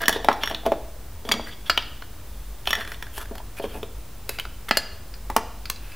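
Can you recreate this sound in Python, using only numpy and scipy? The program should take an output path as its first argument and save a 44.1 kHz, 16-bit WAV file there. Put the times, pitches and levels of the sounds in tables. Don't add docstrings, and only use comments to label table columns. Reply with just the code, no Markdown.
import sys
import numpy as np
from scipy import signal
from scipy.io import wavfile

SR = 44100
rng = np.random.default_rng(int(sys.argv[2]) if len(sys.argv) > 2 else 0)


def persist_wave(psi):
    counts = np.round(np.clip(psi, -1, 1) * 32767).astype(np.int16)
    wavfile.write(sys.argv[1], SR, np.atleast_2d(counts).T)


N = 262703

# pitch_hz [Hz], level_db [relative dB], t60_s [s]
PLATE_MODES = [(1772, -3, 0.13), (3000, -1, 0.044), (3300, -2.5, 0.082), (3457, 7.5, 0.032),
               (5563, 0.5, 0.054), (6420, -9.5, 0.068), (11650, 1, 0.031), (12200, -29, .025)]
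# start_s [s], crack_db [peak dB], face_hz [Hz, struck face],
# ring_db [peak dB], tick_db [peak dB]
PLATE_CLICKS = [(.0169, -36, 1640, -48, -20.5), (.0574, -29, 1700, -14, -31),
                (.0811, -3.5, 1870, -11, -1.5), (.0931, -14, 1750, -24, -10.5),
                (.1271, -23, 1700, -14.5, -23), (.2458, -19.5, 3800, -23, -22), (.286, -7, 1680, -39, -45),
                (.3154, -23, 1800, -34, -44), (.3284, -30, 5550, -25.5, -30),
                (.4349, -10, 2980, -15.5, -38), (.4577, -30, 5660, -23.5, -29),
                (.4748, -16, 1900, -15.5, -37), (.499, -25, 1750, -30, -27), (.5115, -21.5, 3020, -45, -38),
                (.5465, -17, 3710, -23, -47), (.6626, -22.5, 3130, -28, -24), (.7193, -27, 3160, -33, -30),
                (2.6563, -29, 3140, -29, -35), (2.6728, -11, 3240, -16, -38),
                (2.7066, -20, 3280, -10.5, -19), (2.7304, -9.5, 2000, -9.5, -20.5),
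                (2.7523, -17, 1860, -20, -17.5), (2.8087, -22, 1740, -27, -39),
                (2.8494, -28, 1690, -49, -32), (2.8754, -24.5, 1650, -44, -33),
                (2.918, -20.5, 1970, -30, -30), (2.944, -32, 3530, -38, -45),
                (3.0249, -21, 1840, -27, -25.5), (3.0669, -32, 1640, -44, -42),
                (3.8302, -23.5, 3420, -46, -31.5)]


def plate_clicks():
    return clicks(PLATE_CLICKS, PLATE_MODES, fall_db=5.0, ring_ms=0.86, firm=6.8, crack_firm=0.28, under_db=-19)


# pitch_hz [Hz], level_db [relative dB], t60_s [s]
BRICK_MODES = [(1580, -20, 0.038), (1723, 11, 0.019), (2850, 4, 0.043), (3270, 3.5, 0.012),
               (4310, 3, 0.044), (4850, 2, 0.049), (7440, -7, 0.042)]
# start_s [s], crack_db [peak dB], face_hz [Hz, struck face],
# ring_db [peak dB], tick_db [peak dB]
BRICK_CLICKS = [(1.6973, -2.5, 1880, -6.5, -12.5), (1.7004, -7, 4460, -6, -29),
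                (1.7758, -2.5, 3070, -22, -42), (1.8233, -28, 5040, -48, -46),
                (2.0214, -26.5, 1500, -59, -56), (3.1792, -30, 1910, -28, -21.5),
                (3.2125, -33, 1480, -48, -26), (3.256, -33, 1600, -55, -39), (3.354, -28, 1490, -37, -32),
                (3.3807, -32, 3180, -32, -30), (3.5981, -40, 2380, -29.5, -48),
                (3.6411, -31, 2400, -36, -47), (4.69, -25, 1890, -39, -24), (4.7106, -7, 2030, -3, -31),
                (4.7711, -11, 4710, -2.5, -6.5), (5.1398, -32, 4900, -31.5, -55),
                (5.3001, -27.5, 2260, -55, -26), (5.3642, -9.5, 3080, -17, -6.5)]


def brick_clicks():
    return shell_clicks(BRICK_CLICKS, BRICK_MODES)


# pitch_hz [Hz], level_db [relative dB], t60_s [s]
CUP_MODES = [(1523, -1, 0.063), (2610, 0, 0.062), (4000, 3, 0.053), (4760, 6, 0.046)]
# start_s [s], crack_db [peak dB], face_hz [Hz, struck face],
# ring_db [peak dB], tick_db [peak dB]
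CUP_CLICKS = [(4.2922, -29, 2620, -20, -11), (4.3867, -19.5, 2860, -26, -29), (4.3971, -15, 3010, -37, -21),
              (4.4526, -21.5, 1490, -36, -47), (5.656, -22, 4550, -29, -30),
              (5.6993, -18, 4200, -22, -11.5), (5.7604, -36, 4660, -33, -41), (5.9189, -35, 2600, -39, -60),
              (5.9544, -26.5, 1800, -47, -48)]


def cup_clicks():
    return shell_clicks(CUP_CLICKS, CUP_MODES)


# pitch_hz [Hz], level_db [relative dB], t60_s [s]
STACK_MODES = [(1260, -4, .05), (2230, -2.5, 0.089), (3363, 7.5, .035), (4140, -14, 0.076),
               (4710, 7.5, 0.027), (5700, -3, 0.045), (6050, -10, .03), (6840, -9, 0.033)]
# start_s [s], crack_db [peak dB], face_hz [Hz, struck face],
# ring_db [peak dB], tick_db [peak dB]
STACK_CLICKS = [(1.2517, -35, 3190, -34.5, -45), (1.29, -16, 1290, -20.5, -19),
                (1.3144, -8, 3570, -29, -22), (1.3191, -12.5, 3470, -1.5, -11.5),
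                (1.3394, -15, 1240, -19, -40), (1.3962, -40, 3400, -38, -50)]


def stack_clicks():
    return shell_clicks(STACK_CLICKS, STACK_MODES)


def shell_clicks(rows, modes):
    return clicks(rows, modes, fall_db=2.9, ring_ms=0.09, firm=4.3, crack_firm=1.2)


# pitch_hz [Hz], level_db [relative dB]
CRACK = [(500, -15), (1000, -4.5), (1600, -1), (2600, -5.5), (4500, -10.5), (7000, -27), (9000, -22.5)]
# pitch_hz [Hz], level_db [relative dB]
TICK = [(4000, 7.5), (6500, 8), (8500, 3.5), (12000, 10), (15000, 2.5), (16200, 6)]
CRACK_MS, TICK_MS, THUD_MS = 1.98, 1.26, 1.33
UNDER_HZ = 930


def clicks(rows, modes, fall_db, ring_ms, firm, crack_firm, under_db=-np.inf):
    out, tick, under = np.zeros(N), colour(TICK), thud_body(UNDER_HZ)
    chatters = rng.standard_normal((len(rows), 4, 900))
    for (start_s, crack_db, face_hz, ring_db, tick_db), (a, b, c, d) in zip(rows, chatters):
        near_face = [(hz, db - 3.3 * abs(np.log2(hz / face_hz))) for hz, db in CRACK]
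        crack = peaked(colour(near_face))
        face = crack + 0.71 * ring([(face_hz, 0, .01)])[:len(crack)]
        parts = [
            (contact(a, CRACK_MS, 0.25, crack_firm), face, crack_db),
            (contact(b, ring_ms, 0.9, firm), ring(modes, face_hz, fall_db), ring_db),
            (contact(c, TICK_MS, 1.0, 0.13), tick, tick_db),
            (contact(d, THUD_MS, 3.3, 1.0), under, crack_db + under_db)]
        for push, body, peak_db in parts:
            add(out, start_s, gain_of(peak_db) * peaked(signal.fftconvolve(push, body)))
    return out


# [Hz, struck spot]
THUDS = [(.0169, -24, 950), (.0574, -29, 640), (.0931, -13, 630), (.1271, -31, 649), (.1616, -13.5, 453),
         (.2458, -13.5, 710), (.286, 3, 906), (.3154, -10.5, 1050), (.4349, -16.5, 1070),
         (.5115, -19.5, 690), (.635, -31.5, 695), (.6626, -8.5, 590), (.7193, -5.5, 610),
         (1.2517, -24, 464), (1.29, -27, 235), (1.3191, -20, 1090), (1.3394, -19.5, 234),
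         (1.3962, -17.5, 690), (2.6728, -20.5, 735), (2.7066, -22.5, 1210), (2.7304, -21, 1130),
         (3.1792, -23, 850), (3.3108, -25.5, 334), (3.354, -30.5, 760), (3.3807, -34, 876),
         (3.4018, -31, 790), (3.5981, -20, 434), (3.6411, -14.5, 436), (3.7536, -22.5, 367),
         (3.7712, -30, 218), (3.8302, -20.5, 445), (4.2922, -30, 380), (4.3867, -31, 840),
         (4.4526, -34, 940), (4.7106, -12.5, 815), (4.7711, -14.5, 633), (5.3001, -15.5, 960),
         (5.3642, -1.5, 897), (5.9544, -29, 640)]


def table_thuds():
    out = np.zeros(N)
    for (start_s, peak_db, spot_hz), chatter in zip(THUDS, rng.standard_normal((len(THUDS), 3000))):
        push = contact(chatter, THUD_MS, 1.61, 6.8)
        add(out, start_s, gain_of(peak_db) * peaked(signal.fftconvolve(push, thud_body(spot_hz))))
    return out


def loose_shudders():
    shudder_ms, shudder_db = 9.2, -16
    out = np.zeros(N)
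    for (start_s, peak_db, spot_hz), chatter in zip(THUDS, rng.standard_normal((len(THUDS), 3000))):
        loose = ring([(0.57 * spot_hz, -3, .012), (1.09 * spot_hz, 0, .008), (1.9 * spot_hz, -5, .005)])
        push = contact(chatter, shudder_ms, 0.63, 0)
        add(out, start_s, gain_of(peak_db + shudder_db) * peaked(signal.fftconvolve(push, loose)))
    return out


# pitch_hz [Hz], level_db [relative dB], t60_s [s]
TABLE_MODES = [(214.5, 3, 0.094), (230.3, -7.5, 0.2), (316.6, -18.5, 0.51), (467, -3.5, 0.1),
               (530, 8, 0.027), (664, 12.5, 0.18), (726, 18, 0.051), (856, 26, 0.02), (962, 8, 0.073),
               (1030, 2, 0.12)]


def thud_body(spot_hz):
    dull_pair = ring([(spot_hz, 0, .025), (1.19 * spot_hz, -3, .02)])
    return ring(TABLE_MODES, spot_hz, 26.0) + 1.34 * dull_pair


# pitch_hz [Hz], level_db [relative dB], t60_s [s]
SCRAPE_MODES = [(9500, 1, 0.00077), (10800, 2, 0.0017), (12200, -2, 0.0017), (13400, -15, 0.0039)]
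# start_s [s], length_s [s], pitch_hz [Hz, rubbed face],
# plastic_db [dB], scrape_db [dB]
RUBS = [(0, 0.051, 1770, -26, -49), (0.107, 0.082, 3670, -35.5, -49), (0.404, 0.057, 3320, -35.5, -53),
        (0.458, 0.081, 3300, -39.5, -51), (0.651, 0.028, 3320, -37, -49), (1.253, 0.042, 3300, -48, -55),
        (1.458, 0.049, 1950, -41, -53), (1.506, 0.04, 3340, -43.5, -65), (1.652, 0.042, 3400, -41.5, -54),
        (2.073, 0.97, 3550, -63, -61.5), (2.656, 0.067, 2650, -38, -45), (2.76, 0.079, 1820, -35.5, -51),
        (2.864, 0.1, 1657, -46, -52), (3.125, 0.05, 3100, -49.5, -48), (3.157, 0.041, 3130, -41.5, -41),
        (3.188, 0.054, 1450, -39.5, -47), (3.562, 0.039, 2470, -41.5, -47), (3.612, 0.058, 3200, -42, -50),
        (3.674, 0.072, 3160, -47.5, -57), (3.724, 0.072, 2580, -48, -51.5), (4.265, 0.13, 2610, -48, -51),
        (4.683, 0.015, 2000, -27.5, -43), (4.745, 0.017, 2830, -37, -60), (5.735, 0.56, 2600, -50.5, -58)]


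def plastic_rubs():
    out, scrape = np.zeros(N), ring(SCRAPE_MODES)
    face_grains, scrape_grains = slip_grains(), slip_grains()
    rasp = peaked(colour(CRACK))
    rasp = np.pad(rasp, (0, len(scrape) - len(rasp)))
    for start_s, length_s, face_hz, plastic_db, scrape_db in RUBS:
        face = 0.85 * ring([(face_hz, 0, .012)])
        pieces = 0.61 * ring(PLATE_MODES + BRICK_MODES, face_hz, 6.3)
        stroke(out, face_grains, start_s, length_s, face + pieces + 0.89 * rasp, plastic_db)
        stroke(out, scrape_grains, start_s, length_s, scrape, scrape_db)
    return out


# start_s [s], length_s [s], level_db [dB]
DRAGS = [(0, 0.046, -33.5), (0.095, 0.14, -36), (0.385, 0.02, -43), (0.491, 0.06, -33.5),
         (0.648, 0.037, -22), (1.263, 0.044, -37), (1.292, 0.11, -33.5), (2.754, 0.053, -36),
         (3.311, 0.02, -37.5), (3.601, 0.084, -39.5), (3.714, 0.11, -40)]


def table_drags():
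    out, grains, table = np.zeros(N), slip_grains(), ring(TABLE_MODES, 343, 31.0)
    for start_s, length_s, level_db in DRAGS:
        stroke(out, grains, start_s, length_s, table, level_db)
    return out


def slip_grains():
    strength = gain_of(2.8 * rng.exponential(1, N))
    return strength * rng.standard_normal(N) * (rng.random(N) < .3)


def stroke(mix, grains, start_s, length_s, body, level_db):
    shape = signal.windows.tukey(round(length_s * SR), .6)
    slip = grains[round(start_s * SR):][:len(shape)]
    drive = evened(slip) * shape[:len(slip)]
    add(mix, start_s, gain_of(level_db) * signal.fftconvolve(drive, body / np.linalg.norm(body)))


def contact(chatter, fade_ms, swell, firm):
    u = np.arange(len(chatter)) / SR * 1000 / fade_ms
    force = chatter * u ** swell * np.exp(-u)
    force[2] += firm
    return force


def ring(modes, near_hz=None, fall_db=0):
    t = np.arange(5000) / SR
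    hz, db, t60_s = np.transpose(modes)[:, :, None]
    if near_hz:
        db = db - fall_db * abs(np.log2(hz / near_hz))
    sines = gain_of(db - 60 * t / t60_s) * np.sin(2 * np.pi * hz * t)
    return peaked(sines.sum(0))


def colour(points, size=1024):
    log_gain = np.log(gain_of(read(points, abs(np.fft.fftfreq(size, 1 / SR)))))
    spectrum = np.exp(np.conj(signal.hilbert(log_gain)))
    return np.fft.ifft(spectrum).real[:size // 2]


# pitch_hz [Hz], t60_s [s]
ROOM = [(250, 0.85), (700, 0.6), (1800, 0.67), (3000, 0.75), (5000, 0.62), (12000, 0.12)]


def room(x):
    taps = np.zeros(SR // 2)
    slots = np.arange(120, SR // 2 - 20, 20)
    at = slots + rng.integers(0, 20, len(slots))
    taps[at] = rng.choice([-1., 1.], len(at))
    hz, t, z = signal.stft(taps, SR, nperseg=256)
    walls = gain_of(-60 * t / read(ROOM, hz)[:, None])
    clutter = 2.56 * gain_of(-t / 0.0013)
    tail = signal.istft(z * (walls + clutter), SR, nperseg=256)[1]
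    return signal.fftconvolve(x, tail / np.linalg.norm(tail))[:N]


# pitch_hz [Hz], level_db [relative dB per Hz]
AIR = [(15, -56), (32, -6.5), (42, 1.5), (49, 8), (56, -5.5), (72, -3), (100, -9.5), (120, -10.5),
       (146, -17.5), (480, -23.5), (1100, -27), (2000, -32.5), (4300, -35), (8000, -36.5), (15700, -37.5),
       (16100, -70)]
# [dB, left-right difference against the sum]
APART = [(60, -29), (180, -22.5), (550, -14.5), (1650, -14.5), (4970, -6), (15000, -3)]


def air():
    frames, hz = N // 2048 + 5, np.fft.rfftfreq(8192, 1 / SR)
    a, b, c, d = rng.standard_normal((frames, len(hz), 4)).T
    both = a + 1j * b
    apart = (c + 1j * d) * gain_of(read(APART, hz))[:, None]
    z = np.array([both + apart, both - apart]) * gain_of(read(AIR, hz)[:, None])
    noise = signal.istft(z, nperseg=8192, noverlap=6144)[1][:, :N]
    return gain_of(-39.5) * evened(noise)


# pitch_hz [Hz], level_db [RMS dB]
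WHINE = [(15315, -73), (15375, -64), (15434, -65), (15493, -73)]


def whine():
    t = np.arange(N) / SR
    return sum(gain_of(db) * np.sqrt(2) * np.sin(2 * np.pi * (hz * t + rng.random())) for hz, db in WHINE)


def gain_of(db):
    return 10 ** (np.asarray(db) / 20)


def evened(x):
    return x / np.sqrt(np.mean(x ** 2) + 1e-20)


def peaked(x):
    return x / (abs(x).max() + 1e-20)


def read(points, hz):
    f, value = np.transpose(points)
    return np.interp(np.log(hz + 1), np.log(f + 1), value)


def add(mix, start_s, sound):
    part = mix[round(start_s * SR):][:len(sound)]
    part += sound[:len(part)]


def scene():
    knocks = plate_clicks() + brick_clicks() + cup_clicks() + stack_clicks() + table_thuds() + loose_shudders()
    slides = plastic_rubs() + table_drags()
    low_cut = signal.butter(4, 200, "high", fs=SR, output="sos")
    toys = signal.sosfilt(low_cut, knocks + slides)
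    return toys + gain_of(-9.5) * room(toys) + air() + whine()


EDGE_HZ = 16450


def record(dry):
    clipped = np.clip(dry - .012, -1, 1)
    band = signal.firwin(1023, EDGE_HZ, window=("kaiser", 11), fs=SR)
    return signal.oaconvolve(clipped, band[None], "same")


dry = scene()
out = record(dry)
persist_wave(out)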